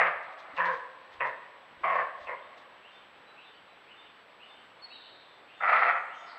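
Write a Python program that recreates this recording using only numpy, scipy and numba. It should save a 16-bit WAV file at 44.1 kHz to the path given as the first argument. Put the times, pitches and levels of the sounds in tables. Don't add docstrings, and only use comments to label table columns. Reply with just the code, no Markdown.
import sys
import numpy as np
from scipy import signal
from scipy.fft import rfft, irfft, next_fast_len
from scipy.io import wavfile
from scipy.ndimage import uniform_filter1d, map_coordinates
from numba import njit

SR = 44100
rng = np.random.default_rng(int(sys.argv[2]) if len(sys.argv) > 2 else 0)


def boost_factor(decibels):
    exponent = np.asarray(decibels, float) / 20
    return 10 ** exponent


def int16_out(signal):
    q = np.round(np.clip(np.atleast_2d(signal).T, -1, 1) * 32767)
    wavfile.write(sys.argv[1], SR, q.astype(np.int16))


N = 281358


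def unit(x):
    return x / np.sqrt(np.mean(x ** 2) + 1e-20)


def along(points, hz):
    f, v = np.transpose(points)
    return np.interp(np.log(hz + 1), np.log(f + 1), v)


def filtered(x, response):
    m = next_fast_len(len(x) + 8192)
    return irfft(rfft(x, m) * response(np.fft.rfftfreq(m, 1 / SR)), m)[:len(x)]


def wobble(count, rate):
    knots = rng.standard_normal(count // 20 + 9)
    return map_coordinates(knots, [np.arange(count) * np.minimum(rate, 2000) / SR])


def add(out, x, s):
    i = round(s * SR)
    x = x[max(-i, 0):][:max(N - i, 0)]
    out[max(i, 0):][:len(x)] += x


def hush():
    # frequency in Hz, level in dB per Hz.
    air_tone = [(15, -56.5), (25, -27.5), (120, -15), (313, -9.5), (500, -5.5), (1040, -3), (1700, -6),
                (2600, -9), (3300, -12.5), (4250, -20), (5000, -29), (6000, -37), (7200, -49), (9000, -66)]
    # time in seconds, level in dB.
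    air_level = [(0.0, -55), (6.38, -56)]
    z = signal.stft(rng.standard_normal(N), nperseg=512)[2]
    patches = uniform_filter1d(uniform_filter1d(rng.standard_normal(z.shape), 6, 0), 12, 1)
    x = signal.istft(z * boost_factor(0.96 * unit(patches)), nperseg=512)[1][:N]
    s, db = np.transpose(air_level)
    swell_db = np.interp(np.arange(N) / SR, s, db) + 0.22 * wobble(N, 16.0)
    return boost_factor(swell_db) * unit(filtered(x, lambda f: boost_factor(along(air_tone, f))))


def whine():
    skips = [1.035, 1.75, 3.475, 3.752, 4.26, 5.19]
    line_hz, field_hz, field_s = 7796.5, 59.3, 3.304
    t = np.arange(N) / SR
    flips = np.sign(np.sin(np.pi * field_hz * (t - field_s)))
    tone = flips * np.sin(2 * np.pi * line_hz * t)
    broken = sum(np.exp(-((t - s) / 0.011) ** 4) for s in skips)
    fizz = unit(filtered(rng.standard_normal(N), lambda f: np.exp(-((f - 7950) / 350) ** 2)))
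    return boost_factor(-81) * ((1 - broken) * tone + 0.48 * broken * fizz)


@njit
def resonate(x, hz, width_hz):
    y, r = np.zeros(len(x)), np.exp(-np.pi * width_hz / SR)
    for i in range(2, len(x)):
        push = (1 - r * r) / 2 * (x[i] - x[i - 2])
        y[i] = push + 2 * r * np.cos(2 * np.pi * hz[i] / SR) * y[i - 1] - r * r * y[i - 2]
    return y


def throat(x, centres_hz, levels_db, gape, leak_db):
    widths_hz = [230, 182, 400, 350, 1200]
    # frequency in Hz, level in dB.
    voice_tilt = [(150, -40), (350, -8), (500, 0.5), (1000, 6), (2500, 0), (3500, -14), (5000, -27.5),
                  (7000, -45.5), (9000, -55), (12000, -72)]
    rings = 0
    for centre, width, db in zip(centres_hz, widths_hz, levels_db):
        once = resonate(x, centre, gape * width)
        rings = rings + boost_factor(db) * resonate(once, centre, gape * width)
    return unit(filtered(rings - boost_factor(leak_db) * x, lambda f: boost_factor(along(voice_tilt, f))))


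def bark(row, mouth, strengths, rough, third_db, gape, leak_db, rasp_db):
    # time in seconds, pitch in Hz.
    pitch_arch = [(5.6, 177.8), (5.686, 218.2), (5.744, 218.1), (5.886, 198.2), (5.92, 177.7), (5.96, 167)]
    start, attack_s, held, top_db, pitch_hz = row
    running = start < pitch_arch[0][0] - 1
    slow = 1 if running else 1.74
    t = np.arange(start, held + slow * .07, 1 / SR)
    age, after = t - start, (t - held).clip(0) / slow

    effort_db = top_db - 19 * np.exp(-age / attack_s) - 10 * age - 178 * after
    slack_db = effort_db - effort_db.max()

    hz = pitch_hz - 30 * age - 380 * after if running else np.interp(t, *np.transpose(pitch_arch))
    turns = np.cumsum(hz) / SR
    shaky = turns + .08 * wobble(len(t), 90)
    pulses = np.diff(np.floor(shaky), prepend=0).clip(0) * boost_factor(1.9 * wobble(len(t), 120))
    gate = 0.44 + np.exp(-3 * (shaky % 1))
    rasp = rng.standard_normal(len(t)) * gate * boost_factor(1.54 * wobble(len(t), 60))
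    source = np.sqrt(1 - rough) * unit(pulses) + np.sqrt(rough) * unit(rasp)

    jaw_hz, tongue_hz, lips_hz, teeth_hz, closing = mouth
    snap = np.exp(-age / 0.034)
    shut = 1 - closing * age
    centres_hz = [jaw_hz * shut, tongue_hz + 0 * t, lips_hz * shut, teeth_hz * (1 + 0.082 * snap), 3950 + 0 * t]
    *low_db, snap_db, pure_db = strengths
    levels_db = [*low_db, -20 + snap_db * snap, rasp_db + slack_db]
    hoarse_db = effort_db - 1.0 + 1.58 * wobble(len(t), 68.55)
    voice = boost_factor(hoarse_db) * throat(source, centres_hz, levels_db, gape, leak_db)

    pure = np.sin(2 * np.pi * turns)
    pure += boost_factor(-5.0) * np.sin(2 * np.pi * 2 * turns)
    pure += boost_factor(third_db) * np.sin(2 * np.pi * 3 * turns)
    pure *= np.sqrt(2) * boost_factor(pure_db + 0.69 * slack_db) * (1 - np.exp(-(age / .016) ** 2))
    fade = np.clip(np.minimum(age / 0.0067, (t[-1] - t) / .025), 0, 1)
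    return start, fade * (voice + pure)


def echoes(x, near_db, far_db, near_t60):
    # frequency in Hz, t60 in seconds.
    deep_wood = [(150, 0.79), (600, 1.48), (1200, 1.16), (2500, 0.93), (5000, 0.59), (9000, .3)]
    # delay in seconds, spread in seconds, level in dB.
    hillside = [(0.618, 0.16, -32)]
    hz, t, z = signal.stft(rng.standard_normal(SR * 5 // 4), SR, nperseg=256)
    hz = hz[:, None]
    shape = boost_factor(near_db - 60 * t / near_t60) / np.sqrt(near_t60)
    shape = shape + boost_factor(far_db - 60 * t / along(deep_wood, hz))
    for delay, spread, db in hillside:
        shape = shape + boost_factor(db) * np.exp(-((t - delay) / spread) ** 2) * (hz < 2500)
    tail = signal.istft(z * shape * (hz > 300), SR, nperseg=256)[1] * np.sqrt(np.log(1e6) / SR)
    return signal.fftconvolve(x, tail)


def deer():
    # start in seconds, attack in seconds, held until in seconds, effort in dB, pitch in Hz.
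    bark_rows = [
        (-.15, 0.011, .064, -20.5, 184.2),
        (.566, 0.0099, .70, -27, 178.3),
        (1.2, 0.0042, 1.255, -28, 152),
        (1.829, 0.0061, 2.005, -25.5, 177.3),
        (2.266, 0.017, 2.305, -31.5, 177.7),
        (5.602, 0.038, 5.89, -20.5, 217),
    ]
    # jaw, tongue, lips and teeth resonances in Hz, closing of jaw and lips as share per second.
    mouth_rows = [(783, 1230, 2065, 3000, 0.83), (544, 1036, 1720, 2520, .1), (533, 993, 1850, 2350, .05),
                  (712, 1085, 2170, 2480, 1), (530, 1005, 2020, 2450, 0.34), (693, 1322, 1940, 2850, 0.015)]
    # jaw, tongue, lips, bright snap at the start and clean fundamental, all in dB.
    strength_rows = [(0.5, 3.5, 3.5, 12, -55), (-7, 1, -0.5, 36, -55.5), (1.5, 4, 3.5, 31.5, -59.5),
                     (-1.5, 2, -3, -2, -61), (1.5, 1.5, 0.5, 32, -73), (0.5, 7, 3.5, 4, -65)]
    # roughness 0-1, clean third harmonic in dB, gape as a factor on widths,
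    # leak between resonances in dB, high rasp in dB.
    voicing_rows = [(.8, 8, 1.5, -18, -22), (.55, 15, .9, -24, -18), (.65, 6, 1.05, -27, -26),
                    (.5, 8, .9, -23, -22), (.55, 13, .95, -25, -26), (.75, 0, 1.25, -21, -6.5)]
    out = np.zeros(N)
    for row, mouth, strengths, voicing in zip(bark_rows, mouth_rows, strength_rows, voicing_rows):
        start, x = bark(row, mouth, strengths, *voicing)
        add(out, x, start)
        add(out, echoes(x, near_db=-11.0, far_db=-11.0, near_t60=0.37), start + .006)
    return out


def bounds():
    # time in seconds, level in dB, thud in Hz.
    hoof_rows = [(.11, -74, 73.5), (.165, -59.5, 74.5), (0.547, -49, 289), (0.548, -60.5, 74.8),
                 (.595, -77, 74.6), (.635, -57, 73.8), (1.115, -67, 90.5), (1.159, -59, 90.7),
                 (1.194, -56.5, 80), (1.785, -61, 75), (1.822, -50, 337), (1.825, -60.5, 75.7),
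                 (1.874, -57, 76), (2.225, -56.5, 75.1), (2.229, -61.5, 230), (2.265, -61, 75),
                 (2.305, -62, 75.6)]
    # crest in seconds, rms level in dB, rise in seconds, t60 in seconds.
    litter_rows = [(.232, -61.5, 0.0052, 0.14), (.335, -67, 0.027, 0.13), (.395, -57, 0.013, 0.26),
                   (.58, -56, 0.027, .31), (.655, -51.5, 0.0035, .2), (0.744, -57.5, 0.04, .41),
                   (1.14, -60.5, 0.022, 0.18), (1.275, -60.5, 0.025, .24), (1.816, -69, 0.013, .24),
                   (1.95, -65, 0.037, 0.62), (2.24, -62, 0.056, 0.34), (2.58, -59, .008, 0.22),
                   (2.952, -70, 0.058, .51)]
    # frequency in Hz, level in dB.
    leaf_tone = [(300, -42), (1500, -7.5), (3500, 9), (5000, -4), (6500, -11.5), (8000, -24.5),
                 (12000, -30), (15000, -37)]
    out, level, t = np.zeros(N), np.zeros(N), np.arange(SR // 2) / SR
    for s, db, hz in hoof_rows:
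        push = (t / 0.0081) * np.exp(1 - t / 0.0056)
        add(out, boost_factor(db) * np.sin(2 * np.pi * hz * t) * push, s - .012)
    for s, db, rise, t60 in litter_rows:
        swell = np.exp(-((.1 - t).clip(0) / rise) ** 2)
        add(level, boost_factor(db - 60 * (t - .1).clip(0) / t60) * swell, s - .1)
    snaps_db = 2.2 * rng.exponential(size=N // 20 + 1).repeat(20)[:N]
    crackle = rng.standard_normal(N) * boost_factor(snaps_db)
    return out + level * unit(filtered(crackle, lambda f: boost_factor(along(leaf_tone, f))))


def birds():
    # start in seconds, level in dB.
    thrush_starts = [(2.331, -70.5), (2.83, -65.5), (3.37, -62.5), (3.88, -62), (4.396, -62), (4.896, -62),
                     (5.485, -63.5), (6.09, -62.5)]
    # seconds after its start, length in seconds, start Hz, end Hz, level in dB.
    clear_notes = [
        (-.01, .085, 2305, 3547, 5),
        (.06, .11, 3600, 3530, 1),
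        (.37, .08, 3500, 3470, -12),
    ]
    buzzy_notes = [
        (0, 0.056, 2550, 2920, 4),
        (0.108, 0.128, 2935, 3130, -2.5),
    ]
    # start in seconds, length in seconds, pitch in Hz,
    # level in dB.
    thin_notes = [(3.25, 0.26, 3950, -69), (3.5, 0.3, 4000, -75), (3.51, 0.121, 4580, -74),
                  (3.97, 0.077, 4570, -77), (4.09, 0.13, 4550, -77.5), (4.42, 0.23, 8610, -91),
                  (4.43, 0.217, 4545, -79), (4.81, 0.04, 4530, -69), (4.818, 0.066, 4387, -49.5),
                  (5.33, .23, 4530, -80.5), (5.72, .05, 7190, -76)]
    sweet_notes = [(3.26, 0.068, 4050, -67), (4.894, 0.17, 4355, -62), (4.905, 0.083, 3944, -53.5),
                   (4.995, 0.057, 3950, -57), (5.096, .088, 3835, -61.5), (5.23, 0.18, 3650, -68.5),
                   (5.915, 0.12, 6770, -81.5), (6.03, 0.05, 7390, -82), (6.168, 0.11, 6890, -78)]
    harsh_notes = [(4.58, 0.13, 8310, -85), (4.83, 0.54, 4190, -62), (6.04, .086, 8180, -84),
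                   (6.132, 0.092, 6450, -72.5), (6.132, 0.14, 5380, -76.5), (6.257, 0.08, 5080, -63.5),
                   (6.262, .092, 4480, -60)]
    drooping_notes = [(4.02, .1, 3770, -66), (5.57, .12, 6950, -84)]

    phrase = [(*note, 28) for note in clear_notes] + [(*note, 300.3) for note in buzzy_notes]
    song = []
    for s, db in thrush_starts:
        for at, length, start_hz, end_hz, own_db, blur_hz in phrase:
            song.append((s + at, length, start_hz, end_hz, db + own_db, blur_hz))
    # notes, end pitch over start pitch, blur in Hz.
    for notes, slide, blur_hz in [(thin_notes, 0.98, 13), (sweet_notes, 0.94, 90),
                                  (harsh_notes, 0.89, 490), (drooping_notes, 0.89, 160)]:
        song += [(s, length, hz, hz * slide, db, blur_hz) for s, length, hz, db in notes]

    out = np.zeros(N)
    for s, length, start_hz, end_hz, db, blur_hz in song:
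        u = np.arange(0, 1, 1 / (length * SR))
        turns = np.cumsum(start_hz + (end_hz - start_hz) * u) / SR
        scatter = wobble(len(u), 2.5 * blur_hz) + 1j * wobble(len(u), 1.4 * blur_hz)
        flutter = 1 + blur_hz / 30 * scatter
        whistle = unit((flutter * np.exp(2j * np.pi * turns)).real)
        add(out, boost_factor(db) * whistle * np.sin(np.pi * u ** .7) ** .6, s)
    return boost_factor(-4.5) * (out + echoes(out, near_db=1, far_db=-4, near_t60=.55)[:N])


def scene():
    return (deer() + bounds() + birds() + hush())[None]


def top_cut(x):
    return signal.sosfilt(signal.butter(12, 15720, fs=SR, output="sos"), x)


def record(dry):
    fade_in = (np.arange(N) / SR / .00007).clip(0, 1)
    hiss = boost_factor(-87) * rng.standard_normal(N)
    x = dry[0] * fade_in + hiss + whine()
    mix = filtered(x, lambda f: f < 15720)[None]
    return top_cut(mix)


dry = scene()
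out = record(dry)
int16_out(out)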